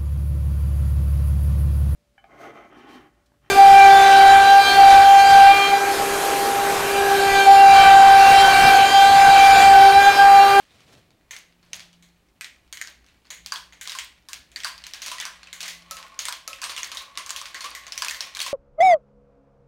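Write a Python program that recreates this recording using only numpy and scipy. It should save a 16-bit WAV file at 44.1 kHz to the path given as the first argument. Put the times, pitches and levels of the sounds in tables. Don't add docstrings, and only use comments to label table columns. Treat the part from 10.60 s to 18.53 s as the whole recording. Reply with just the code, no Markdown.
import sys
import numpy as np
from scipy import signal
from scipy.fft import rfft, irfft, next_fast_len
from scipy.io import wavfile
from scipy.ndimage import map_coordinates

SR = 44100
rng = np.random.default_rng(int(sys.argv[2]) if len(sys.argv) > 2 else 0)


def generate_wav(sig):
    pcm = np.round(np.clip(np.atleast_2d(sig).T, -1, 1) * 32767).astype(np.int16)
    wavfile.write(sys.argv[1], SR, pcm)


N = 349713

# frequency in Hz, relative level in dB.
GATE = [(340, -40), (520, -15), (780, -20), (1030, -9.5), (1340, -12), (2110, 3), (2670, -7), (2950, -1),
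        (4400, -3), (5100, -11), (6590, 1), (7670, -5.5), (10420, -11.5), (15160, -15.5)]
RAIL = [(340, -31.5), (690, -24), (860, -23.5), (1550, -5), (2050, 0), (2600, -10.5), (3200, -6),
        (5400, -6.5), (6590, -4), (7670, -10), (8910, -9), (10420, -20.5), (13050, -12.5), (15160, -25)]
TUBE = [(340, -38), (660, -7), (790, -12), (1030, 7.5), (1340, 0.5), (1620, 6.5), (1940, -8.5),
        (2890, -3.5), (3300, -5.5), (3880, -6), (4520, -1.5), (7500, -10), (8270, -9), (15160, -24)]
RAMP = [(340, -18.5), (430, -21), (600, -10.5), (950, -9), (1030, -4.5), (1210, -6.5), (2110, 0),
        (4520, 1.5), (4870, -0.5), (6590, -2), (7670, -8.5), (9650, -10), (10420, -14), (15160, -19)]
ELBOW = [(340, -43), (950, -18), (1030, -18), (1210, -18), (2110, -4.5), (2450, -7), (2890, -6),
         (3100, -4.5), (3880, -9.5), (4870, -11), (6120, -14), (8270, -16), (10420, -28), (15160, -31)]
FUNNEL = [(340, -19), (690, -11.5), (860, -14.5), (1030, 3), (1120, 1.5), (1340, -4.5), (1940, -8),
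          (2110, -5), (2670, -3.5), (2890, -3), (7110, -8), (7670, -19), (8270, -10.5), (15160, -29)]
CUP = [(340, -21), (430, -36), (520, -5), (780, -18.5), (1120, -17), (1340, -5), (1460, -16.5),
       (2670, -12.5), (3360, -18), (3620, -12), (7110, -13), (7670, -22), (11240, -19.5), (15160, -31)]
# start in seconds, piece struck, relative level in dB,
# hardness as a tilt in dB per octave, extra gain on the click in dB, wall note in Hz.
KNOCKS = [(0.709, GATE, -34.5, -1.9, 2.5, 6300), (0.731, ELBOW, -40, -7, -3, 2130),
          (0.7648, RAMP, -44, 0, 10.5, 2200), (1.028, RAMP, -57, -4.5, 2, 4380),
          (1.132, RAMP, -34.5, -1, 13.5, 6460), (1.1953, ELBOW, -49.5, 1, 14.5, 4770),
          (1.2037, RAMP, -43.5, -1.5, 6, 3370), (1.33, RAMP, -57.5, -1, 6.5, 3000),
          (1.425, GATE, -51, -1.5, 0, 4170), (1.81, RAIL, -35.5, -2.5, 8, 2500),
          (1.8449, ELBOW, -40, 0, 11.5, 2410), (2.1267, GATE, -35.5, -1, 7.5, 1600),
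          (2.172, RAIL, -41, -2.5, 9.5, 3020), (2.214, RAIL, -34, -2.5, 12.5, 6640),
          (2.2732, RAMP, -42, -2, 9.5, 1580), (2.4639, RAMP, -60, -0.5, 8.5, 1590),
          (2.653, RAMP, -56, -3.5, 2, 1790), (2.7037, GATE, -32.5, -2, -6, 6830),
          (2.8615, RAMP, -37.5, 1, 11, 3200), (2.9213, TUBE, -27.5, -0.5, 7.5, 4630),
          (2.9587, RAMP, -36, 0.5, 9.5, 3300), (3.124, GATE, -47, -4.5, 1.5, 6400),
          (3.212, GATE, -34, -0.5, 0.5, 1550), (3.2545, RAIL, -39.5, -4, 1, 3140),
          (3.2744, FUNNEL, -35.5, 1, 10.5, 1610), (3.2955, RAMP, -31.5, 0.5, 6, 3780),
          (3.3197, ELBOW, -37, -1.5, 9, 5160), (3.3505, TUBE, -33, 1, -5, 1070),
          (3.3872, ELBOW, -29.5, 1.1, 6.5, 960), (3.6868, TUBE, -38.5, 2, 3, 1810),
          (3.732, RAMP, -36, 0, 11.5, 1650), (3.9168, GATE, -52.5, -2, 5, 2560),
          (3.9606, RAIL, -34.5, -3, 12, 4530), (4.0032, RAMP, -41.5, -1.5, 9.5, 3210),
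          (4.0349, ELBOW, -34.5, 0.5, 6.5, 1910), (4.0462, TUBE, -26, 0, 8.5, 4630),
          (4.0691, ELBOW, -36, 0, 3, 950), (4.1793, RAMP, -47.5, -2, 12, 4640),
          (4.2391, ELBOW, -39.5, -1.5, 7.5, 4100), (4.267, RAMP, -40.5, 0.5, 9.5, 985),
          (4.3359, RAMP, -34, -1, 6.5, 1640), (4.4187, RAMP, -29.5, 0, -3, 6500),
          (4.462, RAMP, -29, 0.5, 0, 980), (4.4819, RAMP, -38.5, -3.5, 11, 3860),
          (4.516, FUNNEL, -30, 0.5, 5.5, 998), (4.5833, ELBOW, -39, -0.5, 10.5, 1910),
          (4.6008, ELBOW, -29.5, -1.5, 6, 3470), (4.624, RAIL, -37, -4.5, 8, 1960),
          (4.6532, TUBE, -32, 0.5, 7.5, 5960), (4.8719, ELBOW, -48.5, -3, 12, 2620),
          (4.929, GATE, -35.5, -1, 5, 1560), (5.006, RAMP, -30.5, 1, 2.5, 2670),
          (5.0298, RAMP, -32, -2, 3, 8400), (5.058, GATE, -35, -2, 3, 2020),
          (5.08, RAMP, -29.5, 1.1, -4, 2040), (5.3107, CUP, -33.5, 1.3, 7.5, 1250),
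          (5.3687, RAMP, -37, -2, 5, 1110), (5.4276, ELBOW, -45, -0.5, 10, 1210),
          (5.591, RAMP, -27, 0, 4.5, 6600), (5.6536, GATE, -29, -1.5, 6, 5130),
          (5.6845, TUBE, -30.5, -0.6, 10, 8170), (5.725, RAMP, -33.5, -0.5, 10, 3330),
          (5.8774, CUP, -34, 0.3, 10, 1265), (5.9312, ELBOW, -38.5, 1, 10.5, 2610),
          (6.017, TUBE, -29.5, 1, -1, 2600), (6.0333, TUBE, -40, -2, 11, 2490),
          (6.0401, FUNNEL, -28, 0.5, 4, 8400), (6.095, FUNNEL, -28.5, 0, -6, 4460),
          (6.1643, ELBOW, -33, 1, 7, 3450), (6.1775, FUNNEL, -29.5, 0.5, 3.5, 2870),
          (6.2317, RAIL, -34, -4, 13, 6620), (6.245, ELBOW, -36.5, 3.5, 9, 4550),
          (6.317, FUNNEL, -32.5, -0.5, 5, 4070), (6.348, GATE, -39.5, -1, 5, 1180),
          (6.371, RAMP, -30.5, 0, 6, 3810), (6.5744, FUNNEL, -29, 0, 6.5, 2000),
          (6.6624, TUBE, -38.5, 2, 8, 6300), (6.6934, RAMP, -33, -1, 4.5, 7400),
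          (6.7054, TUBE, -34, 1.5, 13, 6700), (6.7622, RAMP, -29.5, 1, 5, 3240),
          (6.8146, TUBE, -38.5, -0.5, 10.5, 1190), (6.8563, RAMP, -35.5, -1, 1, 1140),
          (6.9451, RAIL, -32, -4, -1, 4460), (7.0071, FUNNEL, -32.5, 1.2, 1, 4360),
          (7.0421, FUNNEL, -29.5, -0.5, -4, 1150), (7.1503, RAIL, -34, -0.5, 7, 2000),
          (7.2798, RAMP, -45.5, -0.5, 8.5, 6000), (7.3218, RAMP, -35, 0, 11.5, 5270),
          (7.3774, RAMP, -31, 2.5, 10, 6000), (7.4213, TUBE, -27.5, -0.5, 10.5, 4810),
          (7.4472, FUNNEL, -35, 3, 12.5, 1310), (7.4622, ELBOW, -34, -6.5, 5, 1200),
          (7.4835, RAMP, -33.5, 5, 15, 2560), (7.4973, RAMP, -36.5, -0.5, 13, 1910),
          (7.5098, RAIL, -31.5, -0.5, 7.5, 1800), (7.5452, RAIL, -35, -2.5, 4, 4440),
          (7.6067, RAMP, -29.5, 0, 9.5, 5500), (7.7496, ELBOW, -37, 4, 9.5, 4170),
          (7.77, TUBE, -38, 0.5, 11.5, 2430), (7.7916, RAMP, -32, 1, 7, 3680),
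          (7.803, RAMP, -28, 0, 7.5, 3280), (7.8159, ELBOW, -27.5, 4, 8.5, 4400),
          (7.8638, FUNNEL, -28.5, 1, 0, 1000)]
# time in seconds, relative level in dB.
TRAFFIC = [(0, -56.5), (0.22, -56.5), (0.45, -64.5), (1.7, -67), (3.05, -58), (3.8, -63), (4.35, -46.5),
           (5.9, -51.5), (6.1, -39.5), (6.45, -53.5), (7.1, -43.5), (7.93, -38)]


def amp(db):
    return 10 ** (np.asarray(db) / 20)


def unit(x):
    return x / np.sqrt(np.mean(x ** 2) + 1e-20)


def along(points, hz):
    freqs, values = np.transpose(points)
    return np.interp(np.log(hz + 1), np.log(freqs + 1), values)


def fader(points):
    return np.interp(np.arange(N) / SR, *np.transpose(points))


def wobble(rate):
    return map_coordinates(rng.standard_normal(int(N * rate / SR) + 4), [np.arange(N) * rate / SR])


def filtered(x, response):
    size = next_fast_len(N + SR // 2)
    return irfft(rfft(x, size) * response(np.fft.rfftfreq(size, 1 / SR)), size)[:N]


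def coloured(x, spectrum):
    return unit(filtered(x, lambda hz: amp(along(spectrum, hz))))


def resonate(x, modes):
    def response(hz):
        return sum(amp(db) * 1j * hz * width / (centre ** 2 - hz ** 2 + 1j * hz * width)
                   for centre, width, db in modes)
    return unit(filtered(x, response))


def causal(gain):
    cepstrum = irfft(np.log(gain + 1e-6))
    half = len(cepstrum) // 2
    cepstrum[1:half] *= 2
    cepstrum[half + 1:] = 0
    return np.exp(rfft(cepstrum))


def add(track, start, sound):
    part = track[max(0, round(start * SR)):][:len(sound)]
    part += sound[:len(part)]


def room_tails(count, size=16384):
    # frequency in Hz, seconds to die away by 60 dB.
    decay_times = [(400, 0.63), (1100, 0.32), (2300, 0.38), (7000, 0.31), (14000, 0.32)]
    hz, t, spectra = signal.stft(rng.standard_normal((count, size)), SR, nperseg=256)
    decay = amp(-60 * t / along(decay_times, hz)[:, None])
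    return signal.istft(spectra * decay, SR, nperseg=256)[1]


def house(hum_hz=172.7, hum_trim_db=-1.0, drone_hz=59, drone_width_hz=12, air_db=-66):
    # time in seconds, relative level in dB.
    hum_levels = [(0.0, -85), (0.31, -73), (0.66, -74.5), (1.43, -58), (1.72, -78), (2.69, -78), (2.8, -64),
                  (3.51, -79), (4.22, -66.5), (4.35, -78), (5.21, -59.5), (5.7, -77), (7.11, -77),
                  (7.93, -83)]
    drone_levels = [(0, -80), (1.3, -73.5), (1.8, -66), (4.3, -64.5), (4.8, -72.5), (5.7, -65.5),
                    (7.93, -67.5)]
    # frequency in Hz, relative level in dB.
    air_eq = [(20, -10), (30, -10), (42, -3.5), (70, -7.5), (100, -7), (170, -10), (300, -8.5),
              (450, -15.5), (640, -15), (1440, -21.5), (2200, -23.5), (6500, -30), (16000, -34.5)]
    hum = unit(np.sin(2 * np.pi * hum_hz * np.arange(N) / SR + 0.38 * wobble(5)))
    boom = [(drone_hz, drone_width_hz, 0)]
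    drone = resonate(resonate(rng.standard_normal(N), boom), boom)
    air = amp(air_db) * coloured(rng.standard_normal(N), air_eq)
    return amp(fader(hum_levels) + hum_trim_db) * hum + amp(fader(drone_levels)) * drone + air


def shuffles():
    # peak time in seconds, half-width in seconds, rustle level in dB, bump level in dB.
    moves = [(0.0, 0.028, -57.5, -81), (0.188, 0.076, -62, -62.5), (0.34, 0.046, -58.5, -57.5),
             (0.516, 0.12, -82, -65), (1.175, 0.083, -63.5, -64), (3.8, 0.03, -76, -63.5),
             (3.964, 0.036, -65, -62)]
    # frequency in Hz, relative level in dB.
    cloth_eq = [(250, -19), (600, -4), (1200, -4), (4000, -4), (7000, -11), (15000, -24)]
    bump_eq = [(30, -26), (75, 1.5), (160, -2), (330, -9), (700, -11), (2000, -60)]
    t = np.arange(N) / SR
    cloth = coloured(rng.standard_normal(N) * amp(2.2 * wobble(59.7)), cloth_eq)
    bump = coloured(rng.standard_normal(N), bump_eq)
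    return sum(np.exp(-.5 * ((t - peak) / width) ** 2) * (amp(rustle_db) * cloth + amp(bump_db) * bump)
               for peak, width, rustle_db, bump_db in moves)


def rolling(jolts_per_s=220, spread_db=5.5, wet=0.044, trim_db=-7.5):
    # frequency in Hz, relative level in dB.
    ramp_eq = [(200, -36), (400, -24), (550, 1.5), (800, -1.5), (1500, 7), (2300, 9), (4300, 3.5),
               (6500, -5), (9500, -9.5), (15000, -53)]
    jolts = (rng.random(N) < jolts_per_s / SR) * rng.choice([-1, 1], N)
    jolts = jolts * amp(spread_db * rng.standard_normal(N).clip(-2, 2))
    reverb = signal.fftconvolve(jolts, room_tails(1)[0])[:N]
    return amp(fader(TRAFFIC) + trim_db) * coloured(jolts + wet * reverb, ramp_eq)


def taps(per_s=7, trim_db=-3.5, spread_db=2.5, tilt_db=-4, snap_db=10, low_hz=1090, high_hz=4850):
    count = int(per_s * N / SR)
    jitter, pitch = rng.random((count, 2)).T
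    starts = (np.arange(count) + jitter) * N / SR / count
    levels = np.interp(starts, *np.transpose(TRAFFIC)) + trim_db + spread_db * rng.standard_normal(count)
    notes = low_hz * (high_hz / low_hz) ** pitch
    return knocks([(at, RAMP, db, tilt_db, snap_db, hz) for at, db, hz in zip(starts, levels, notes)])


def knocks(rows, click_s=0.0004, click_db=-2, contact_hz=11500, ring_db=-3.5, shell_s=0.0017,
           note_q=11, echo_db=-12, echo_s=0.012, size=16384):
    out, t, hz = np.zeros(N), np.arange(size) / SR, np.fft.rfftfreq(size, 1 / SR)
    octaves = np.log2(np.maximum(hz, 300) / 3000)
    low_cut = hz ** 2 / (hz ** 2 + 230 ** 2)
    brightness = amp(2.5 * octaves) / np.sqrt(1 + (hz / contact_hz) ** 4)
    burst = (t / click_s) * np.exp(-t / click_s)
    shell = 1 + 0.55 * np.exp(-t / shell_s)
    for (start, piece, db, tilt_db, snap_db, note_hz), tail in zip(rows, room_tails(len(rows), size)):
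        body = low_cut * amp(along(piece, hz) + tilt_db * octaves)
        wall_peak = 1 / (1 + (2 * note_q * (hz / note_hz - 1)) ** 2)
        ring_eq = unit(body * amp(6.97 * wall_peak))
        click_eq = body * brightness * amp(13.43 * wall_peak)
        ring = irfft(rfft(tail * shell) * causal(ring_eq))
        click = irfft(rfft(burst * rng.standard_normal(size)) * causal(click_eq))
        click *= amp(db + snap_db + click_db) * np.sqrt(.002 * SR) / np.linalg.norm(click)
        add(out, start, amp(db + ring_db) * ring + click)
        for delay in echo_s * rng.uniform(0.14, 1, size=3):
            add(out, start + delay, amp(echo_db) * click)
    return out


def chatter(bounce_s=0.065, trim_db=-2.5, tick_s=0.00037, spread_db=4.5, ticks=3):
    # frequency in Hz, gain in dB.
    glass_eq = [(500, -38), (2000, 1), (4500, 0), (9000, 3), (15000, -3.5)]
    out, t = np.zeros(N), np.arange(SR // 100) / SR
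    for start, _, db, *_ in KNOCKS:
        for delay in bounce_s * rng.uniform(0.09, 1, size=ticks):
            gain = amp(db + trim_db + spread_db * rng.standard_normal())
            decay = np.exp(-t / tick_s - delay / bounce_s)
            add(out, start + delay, gain * decay * rng.standard_normal(len(t)))
    return filtered(out, lambda hz: amp(along(glass_eq, hz)))


def rails(rail_hz=2000, ring_db=-12, t60=0.39, spread=.11, modes=5):
    out, t = np.zeros(N), np.arange(SR // 2) / SR
    for start, piece, db, *_ in KNOCKS:
        if piece is RAIL:
            detune = np.linspace(-1, 1, modes) + .2 * rng.standard_normal(modes)
            mode_hz = rail_hz * (1 + spread * detune)
            cluster = np.sin(2 * np.pi * (mode_hz[:, None] * t + rng.random((modes, 1)))).sum(0)
            add(out, start, amp(db + ring_db) * unit(cluster) * amp(-60 * t / t60))
    return out


def funnel(trim_db=-4.0, swell_db=3.0, rattle_db=2.5):
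    # time in seconds, relative level in dB.
    whirr_levels = [(4.1, -85), (4.5, -61), (5.1, -67), (5.4, -45.5), (6.1, -55.5), (6.5, -47),
                    (6.85, -46.5), (7.25, -51.5), (7.6, -52), (7.93, -54)]
    # centre in Hz, width in Hz, relative level in dB.
    bowl_modes = [(559, 7.8, -8), (670, 19, -11.5), (894, 31, -12), (1077, 22, 4.5), (1119, 10, 1.5),
                  (1220, 36, -21), (1440, 15, -8)]
    flutter_db = swell_db * wobble(6.1) + rattle_db * wobble(45)
    return amp(fader(whirr_levels) + trim_db + flutter_db) * resonate(rng.standard_normal(N), bowl_modes)


def plops(t60=0.28, rise_s=0.0018, low_ratio=.43, low_db=-11, waver_rad=0.75):
    # start in seconds, pitch in Hz, level in dB.
    drops = [(5.312, 1302, -36.5), (5.878, 1297, -37.5), (7.044, 1156, -37.5)]
    out, t = np.zeros(N), np.arange(SR // 2) / SR
    envelope = amp(-60 * t / t60) * (1 - np.exp(-t / rise_s))
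    for start, hz, db in drops:
        phase = 2 * np.pi * hz * t + waver_rad * wobble(69)[:len(t)]
        notes = np.sin(phase) + amp(low_db) * np.sin(low_ratio * phase)
        add(out, start, amp(db) * notes * envelope)
    return out


def scene():
    hits = knocks(KNOCKS) + chatter() + rails() + plops()
    bed = rolling() + funnel() + shuffles() + house()
    return (hits + bed + taps())[None]


def record(dry):
    cutoff_hz, slope_width_hz = 15950, 300
    return filtered(dry[0], lambda hz: np.clip((cutoff_hz - hz) / slope_width_hz + .5, 0, 1))[None]


dry = scene()
out = record(dry)
generate_wav(out)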